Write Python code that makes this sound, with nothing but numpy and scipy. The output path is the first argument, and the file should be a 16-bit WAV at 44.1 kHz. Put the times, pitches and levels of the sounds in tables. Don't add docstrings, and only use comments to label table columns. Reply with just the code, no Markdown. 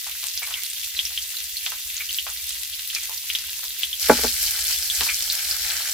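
import sys
import numpy as np
from scipy import signal
from scipy.fft import rfft, irfft
from scipy.io import wavfile

SR = 44100
rng = np.random.default_rng(int(sys.argv[2]) if len(sys.argv) > 2 else 0)


def unload_wav(signal):
    wavfile.write(
        sys.argv[1],
        SR,
        np.round(np.clip(np.atleast_2d(signal).T, -1, 1) * 32767).astype(np.int16),
    )


N = 261513
TIME = np.arange(N) / SR
FREQ = np.maximum(np.arange(N // 2 + 1) * SR / N, 1)
BRIEF = TIME[:SR // 4]
CUT_S = 3.999


def undb(db):
    return 10 ** (np.asarray(db) / 20)


def unit(x):
    return x / np.sqrt(np.mean(x ** 2))


def along(points):
    hz, value = np.transpose(points)
    return np.interp(np.log(FREQ), np.log(hz), value)


def shape(x, gain):
    return irfft(rfft(x) * gain, N)


def band(x, lo_hz, hi_hz, order=2):
    edges = [lo_hz, min(hi_hz, SR / 2 - 500)]
    return signal.sosfilt(signal.butter(order, edges, "band", fs=SR, output="sos"), x)


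def drift(rate_hz):
    return unit(shape(rng.standard_normal(N), 1 / (1 + (FREQ / rate_hz) ** 4)))


def add(out, s, sound):
    start = max(int(s * SR), 0)
    out[:, start:start + sound.shape[-1]] += sound[..., :N - start]


# f/Hz, left-right likeness/0-1
IMAGE = [(100, .96), (500, .85), (1500, .68), (3200, .52), (5000, .2), (8000, .08), (14000, .03)]
def stereo(mid, side):
    likeness = np.clip(along(IMAGE), 0, 1)
    side = shape(side, np.sqrt((1 - likeness) / (1 + likeness)))
    return np.array([mid + side, mid - side])


def steam_clicks(per_s, spread_db, limit):
    happens = rng.random(N) < per_s / SR
    size = happens * undb(spread_db * np.minimum(rng.exponential(size=N), limit))
    bearing = rng.uniform(0, 2 * np.pi, N)
    return unit(size * np.array([np.cos(bearing), np.sin(bearing)]))


def pan_reflections(x, echo_db, t60):
    age = BRIEF[:SR // 20]
    paths = rng.standard_normal((2, len(age))) * undb(-60 * age / t60)
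    paths *= undb(echo_db) / np.linalg.norm(paths, axis=1, keepdims=True)
    paths[:, 0] = 1
    return signal.fftconvolve(x, paths, axes=1)[:, :N]


def fizz(density, spread_db, crackle_limit, hiss_db, flicker_db, bubbling_db):
    pitched = 0
    for hz in 1000 * 2 ** (np.arange(9) / 2):
        resonance = np.exp(-(np.log2(FREQ / hz) / 0.54) ** 2)
        grains = shape(steam_clicks(density * hz / 8000, spread_db, limit=8.6), resonance)
        pitched = pitched + grains * undb(flicker_db * drift(24))
    crackle = steam_clicks(density, spread_db, crackle_limit)
    wash = undb(hiss_db) * rng.standard_normal((2, N))
    texture = stereo(*(unit(pitched) + crackle + wash))
    lows = shape(texture, 1 / (1 + (FREQ / 2200) ** 4))
    texture += lows * (undb(bubbling_db * drift(5.1)) - 1)
    return pan_reflections(texture, echo_db=-7.5, t60=0.028)


def sizzle(texture, colour, fine_db, coarse_db):
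    sound = shape(texture, undb(along(colour)))
    mono = sound.mean(axis=0)
    treble = shape(sound, 1 / (1 + (6500 / FREQ) ** 6))
    fine = treble / np.std(band(mono, 7000, 15500, order=4))
    coarse = (sound - treble) / np.std(band(mono, 2400, 6300, order=4))
    return fine * undb(fine_db) + coarse * undb(coarse_db)


# f/Hz, level/dB
GENTLE_EQ = [(76, -50), (130, -29), (162, -20.5), (303, -27), (402, -22.5), (720, -23.5), (1200, -20),
             (1680, -11), (2140, -5), (3200, 0.5), (4200, -2), (6000, -1), (8400, -2.5), (11600, 1.5),
             (15100, -1), (16000, -18)]
# f/Hz, level/dB
FIERCE_EQ = [(76, -42), (130, -33.5), (322, -31), (402, -22), (554, -22.5), (613, -15), (898, -17),
             (994, -24), (1680, -5.5), (1890, -9.5), (2950, -4), (4880, -1), (8570, 0.5), (13100, 4),
             (16000, -3.5)]
def frying_bed(after_cut, settle_db_per_s):
    gentle = fizz(density=2000, spread_db=3, crackle_limit=10.8, hiss_db=-1, flicker_db=4, bubbling_db=1.5)
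    fierce = fizz(density=2200, spread_db=3, crackle_limit=14, hiss_db=-1.5, flicker_db=3, bubbling_db=3)
    boil_db = juice_boil(full_pop_db=6.5, fade_s=0.031)
    press_db = tong_surge(attack_s=0.039, release_s=0.029)
    settle_db = settle_db_per_s * (TIME - CUT_S)
    gentle = sizzle(gentle, GENTLE_EQ, fine_db=-36 + 0.46 * drift(9.3), coarse_db=-36.5 + boil_db)
    fierce = sizzle(fierce, FIERCE_EQ, fine_db=-31 - settle_db + 0.83 * press_db,
                    coarse_db=-29.5 - settle_db + press_db)
    return (1 - after_cut) * gentle + after_cut * fierce


# f/Hz, level/dB
RUMBLE_EQ = [(20, -33), (35, -6.5), (50, -19), (60, 1.5), (74, -3.5), (88, -23.5), (110, -18), (200, -35.5),
             (600, -100)]
def low_hum(hum_hz, hum_db, rumble_db, throb_db, before_cut_db, after_cut_db, rise_s, fade_db_per_s):
    rumble = unit(shape(stereo(*rng.standard_normal((2, N))), undb(along(RUMBLE_EQ))))
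    hum = np.sin(2 * np.pi * np.cumsum(hum_hz + 2 * drift(5.5)) / SR)
    drone = undb(rumble_db) * rumble + undb(hum_db) * unit(hum)
    throb = unit(undb(throb_db * drift(15.4)))
    risen = np.clip((TIME - CUT_S) / rise_s, 0, 1)
    easing_db = after_cut_db - fade_db_per_s * (TIME - CUT_S)
    return drone * throb * undb(before_cut_db + risen * (easing_db - before_cut_db))


def burst(hz, duration_ms):
    age = BRIEF * 1000 / max(duration_ms, .05) * np.sqrt(12)
    wave = age ** 2 * np.exp(-age) * np.sin(2 * np.pi * hz * BRIEF)
    return wave / np.abs(wave).max()


def whistles(after_cut, base_db, lift_db, spread_db, ring_ms, count):
    out = np.zeros((2, N))
    for when, pitch, size, length, bearing in rng.random((count, 5)):
        fierce = after_cut[int(when * N)]
        hz = (2200 + 900 * fierce) * 2 ** (1.3 * pitch)
        gain = undb(base_db + lift_db * fierce + spread_db * size ** 3)
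        panning = np.sqrt([[bearing], [1 - bearing]])
        add(out, when * N / SR, gain * panning * burst(hz, ring_ms * (0.32 + length)))
    return out


def scattered(direct, echo_db, t60):
    decay = undb(-60 * BRIEF / t60)
    onset = 1 - np.exp(-BRIEF / 0.0019)
    mid, side = rng.standard_normal((2, len(BRIEF))) * decay * onset
    side = band(side, 1800, SR / 2, order=1)
    echo = signal.fftconvolve([mid + side, mid - side], direct[None], axes=1)[:, :len(BRIEF)]
    return direct + echo * undb(echo_db) * np.std(direct) / np.std(echo)


# t/s, level/dB before
SPIT_CUES = [(0.0674, -24.5), (0.2338, -26), (0.4201, -23), (0.474, -24.5), (0.5079, -23.5), (1.1056, -32),
             (1.6649, -24), (1.7204, -22), (2.267, -18), (3.6326, -27.5), (4.7029, -25.5), (5.0092, -13.5),
             (5.064, -20.5)]
def spits(trim_db, hz, duration_ms, low_cut_hz):
    out = np.zeros((2, N))
    pulse = band(burst(hz, duration_ms), low_cut_hz, 9000, order=3)
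    lead_s = np.argmax(np.abs(pulse)) / SR
    for s, db in SPIT_CUES:
        add(out, s - lead_s, undb(db + trim_db) * scattered(pulse, echo_db=6, t60=0.15))
    return out


def fat_snaps(count, typical_db, range_db, lift_db, lowest_hz, octaves, typical_ms):
    when, size, pitch, length = rng.random((count, 4)).T
    s = when * TIME[-1]
    db = typical_db + range_db * (size - .5) + lift_db * (s > CUT_S)
    hz = lowest_hz * 2 ** (octaves * pitch)
    return list(zip(s, db, hz, typical_ms * (.5 + length)))


# t/s,
# level/dB before trim, f/Hz, duration/ms
POP_CUES = [(0.2853, -10.5, 6000, 0.28), (0.3765, -6.5, 4950, 0.35), (0.5411, -12, 3170, 1.1),
            (0.845, -20, 4030, 0.59), (0.9915, -5, 3300, 1), (1.054, -12, 5540, 0.87),
            (1.1768, -9.5, 3220, 1.1), (1.3687, -19, 4100, 1.1), (1.5695, -14.5, 4250, 1.16),
            (1.6641, -6, 3250, 0.41), (1.9683, -13, 6700, 0.5), (2.0936, -17, 3060, 1.97),
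            (2.1868, -9.5, 3080, 1.46), (2.4929, -6.5, 9100, 0.15), (2.9024, -13.5, 3350, 0.69),
            (2.95, -4, 5360, 0.27), (3.0339, -8.5, 7240, 0.19), (3.3015, -8, 3050, 0.65),
            (3.3518, -6.5, 3390, 0.86), (3.3873, -10, 4900, 0.29), (3.8339, -6, 3214, 0.98),
            (3.9304, -13, 3300, 1.9), (4.2816, -9, 4800, 0.44), (4.732, -11, 4980, .6),
            (4.901, -8.5, 3520, 1.3), (5.0093, -6, 3740, 0.19), (5.3007, -7, 4160, .9),
            (5.5119, -7.5, 4920, 0.8)]
def pops(snap_cues, trim_db, click_db, click_ms, low_cut_hz):
    out = np.zeros((2, N))
    for s, db, hz, duration_ms in list(POP_CUES) + snap_cues:
        click = undb(click_db) * click_ms / max(duration_ms, .1) * burst(2 * hz, click_ms)
        pop = band(burst(hz, duration_ms) + click, low_cut_hz, 19960)
        pop /= np.abs(pop).max()
        lead_s = np.argmax(np.abs(pop)) / SR
        add(out, s - lead_s, undb(db + trim_db) * scattered(pop, echo_db=-2, t60=0.076))
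    return out


def juice_boil(full_pop_db, fade_s):
    return full_pop_db * sum(undb(db) * np.exp(-np.abs(TIME - s) / fade_s) for s, db, _, _ in POP_CUES)


def vents(slower_than_ms, relative_db, length_s):
    return [(s, db + relative_db, hz, length_s) for s, db, hz, ms in POP_CUES if ms > slower_than_ms]


# t/s, level/dB, f/Hz, length/s
SQUEAL_CUES = [(0.425, -32.5, 2330, .029), (0.552, -37.5, 2160, 0.072), (0.961, -30.5, 4020, .026),
               (2.004, -29.5, 2327, 0.021), (2.959, -30, 2420, 0.022), (3.088, -45, 945, 0.044),
               (5.086, -23.5, 2336, 0.028)]
def squeals(vent_cues, width_hz, fall, rasp_db):
    out = np.zeros((2, N))
    lowpass = signal.butter(2, width_hz, fs=SR, output="sos")
    for s, db, hz, length_s in list(SQUEAL_CUES) + vent_cues:
        age = 2 * BRIEF / max(length_s, .002)
        swell = np.sqrt(age) * np.exp(1 - age)
        noise = rng.standard_normal((3, 2 * len(BRIEF), 2)) @ [1, 1j]
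        flutter = signal.sosfilt(lowpass, noise)[:, len(BRIEF):]
        glide_hz = hz * (1 + fall * (np.exp(-age) - .5))
        phase = 2 * np.pi * np.cumsum(glide_hz) / SR
        jet = swell * np.real((flutter[2] + 0.39 * flutter[:2]) * np.exp(1j * phase))
        rasp = swell * unit(band(rng.standard_normal(len(BRIEF)) ** 3, hz * 0.62, hz * 1.57))
        add(out, s, undb(db) * (jet * np.std(swell) / np.std(jet) + undb(rasp_db) * rasp))
    return out


# t/s, boost/dB, hold/s
PRESS_CUES = [(4.085, 2.5, 0.22), (4.416, 3.5, 0.071), (4.696, 4, 0.027), (4.978, 3, 0.11),
              (5.345, 0.4, 0.19), (5.66, 1.5, 0.053)]
def tong_surge(attack_s, release_s):
    ride_db = 0
    for s, db, hold_s in PRESS_CUES:
        before = np.maximum(s - TIME, 0)
        after = np.maximum(TIME - s - hold_s, 0)
        ride_db += db * np.exp(-before / attack_s - after / release_s)
    return ride_db


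# f/Hz, level/dB, t60/s
PAN_MODES = [(62, -28, .5), (180, -19, .15), (239, -7.5, .16), (281, -13, .13), (345, -8, .07),
             (417, -1, .09), (490, -5, .07), (548, -4, .08), (636, -3, .07), (765, -8, .05), (855, 0, .075),
             (964, -8, .07), (1151, -9, .08), (1359, -6, .06), (1466, -6, .06), (1506, -5, .06),
             (1611, -6, .06), (2200, -10, .04), (2355, -11, .06)]
def pan_ring():
    sides = np.array([[1], [-1]])
    ring = 0
    for k, (hz, db, t60) in enumerate(PAN_MODES):
        skew_rad = sides * (-1) ** (k // 2) * min((hz / 1300) ** 2, .4)
        ring += (-1) ** k * undb(db - 60 * BRIEF / t60) * np.sin(2 * np.pi * hz * BRIEF + skew_rad)
    return ring / np.abs(ring).max()


# t/s, peak level/dB, contact/ms
KNOCK_CUES = [(4.0863, -23, 0.23), (4.0966, 2.5, 0.19), (4.1144, -6.5, 0.051), (4.188, -23.5, 0.23),
              (4.234, -22.5, 1), (4.243, -12.5, 0.26), (5.009, -26.5, 0.11)]
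def knocks(thud_db, thud_hz, thud_ms, crack_db, crack_hz, rattle_db, rattle_t60):
    out = np.zeros((2, N))
    ring = pan_ring()
    impact = undb(thud_db) * burst(thud_hz, thud_ms) + undb(crack_db) * burst(crack_hz, 0.37)
    for s, db, contact_ms in KNOCK_CUES:
        body = ring + scattered(band(impact, 173, 5400), rattle_db, rattle_t60)
        push = np.exp(-BRIEF * 1000 * 2 / max(contact_ms, .02))
        blow = signal.fftconvolve(body, push[None], axes=1)[:, :len(BRIEF)]
        add(out, s, undb(db) * blow / np.abs(blow).max())
    return out


def scene():
    after_cut = np.clip((TIME - CUT_S) / 0.0039, 0, 1)
    mix = frying_bed(after_cut, settle_db_per_s=0.9)
    snap_cues = fat_snaps(count=40, typical_db=-15.5, range_db=7, lift_db=2.5,
                          lowest_hz=3605, octaves=1.6, typical_ms=0.31)
    mix += pops(snap_cues, trim_db=-0.76, click_db=-11, click_ms=0.23, low_cut_hz=1361)
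    mix += whistles(after_cut, base_db=-40, lift_db=11.5, spread_db=4.5, ring_ms=9, count=130)
    mix += spits(trim_db=6, hz=1320, duration_ms=0.087, low_cut_hz=750)
    vent_cues = vents(slower_than_ms=.7, relative_db=-23.5, length_s=.015)
    mix += squeals(vent_cues, width_hz=120, fall=0.053, rasp_db=-6)
    mix += knocks(thud_db=-3, thud_hz=520, thud_ms=2.4, crack_db=1, crack_hz=1400,
                  rattle_db=-9, rattle_t60=.08)
    return mix + low_hum(hum_hz=57.6, hum_db=-5.5, rumble_db=-1, throb_db=4,
                         before_cut_db=-58, after_cut_db=-42, rise_s=0.054, fade_db_per_s=7)


# f/Hz, level/dB
BALANCE_EQ = [(60, -1), (300, 0), (700, -1), (1300, 1), (4400, 0), (8000, .5), (15000, -2.5)]
def record(dry):
    channels = np.array([np.append(0, dry[0, :-1]), dry[1]])
    channels = shape(channels, undb(np.outer([.5, -.5], along(BALANCE_EQ))))
    high_cut = signal.ellip(10, .2, 75, 15900, fs=SR, output="sos")
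    return signal.sosfilt(high_cut, np.clip(channels, -1, 1))


dry = scene()
out = record(dry)
unload_wav(out)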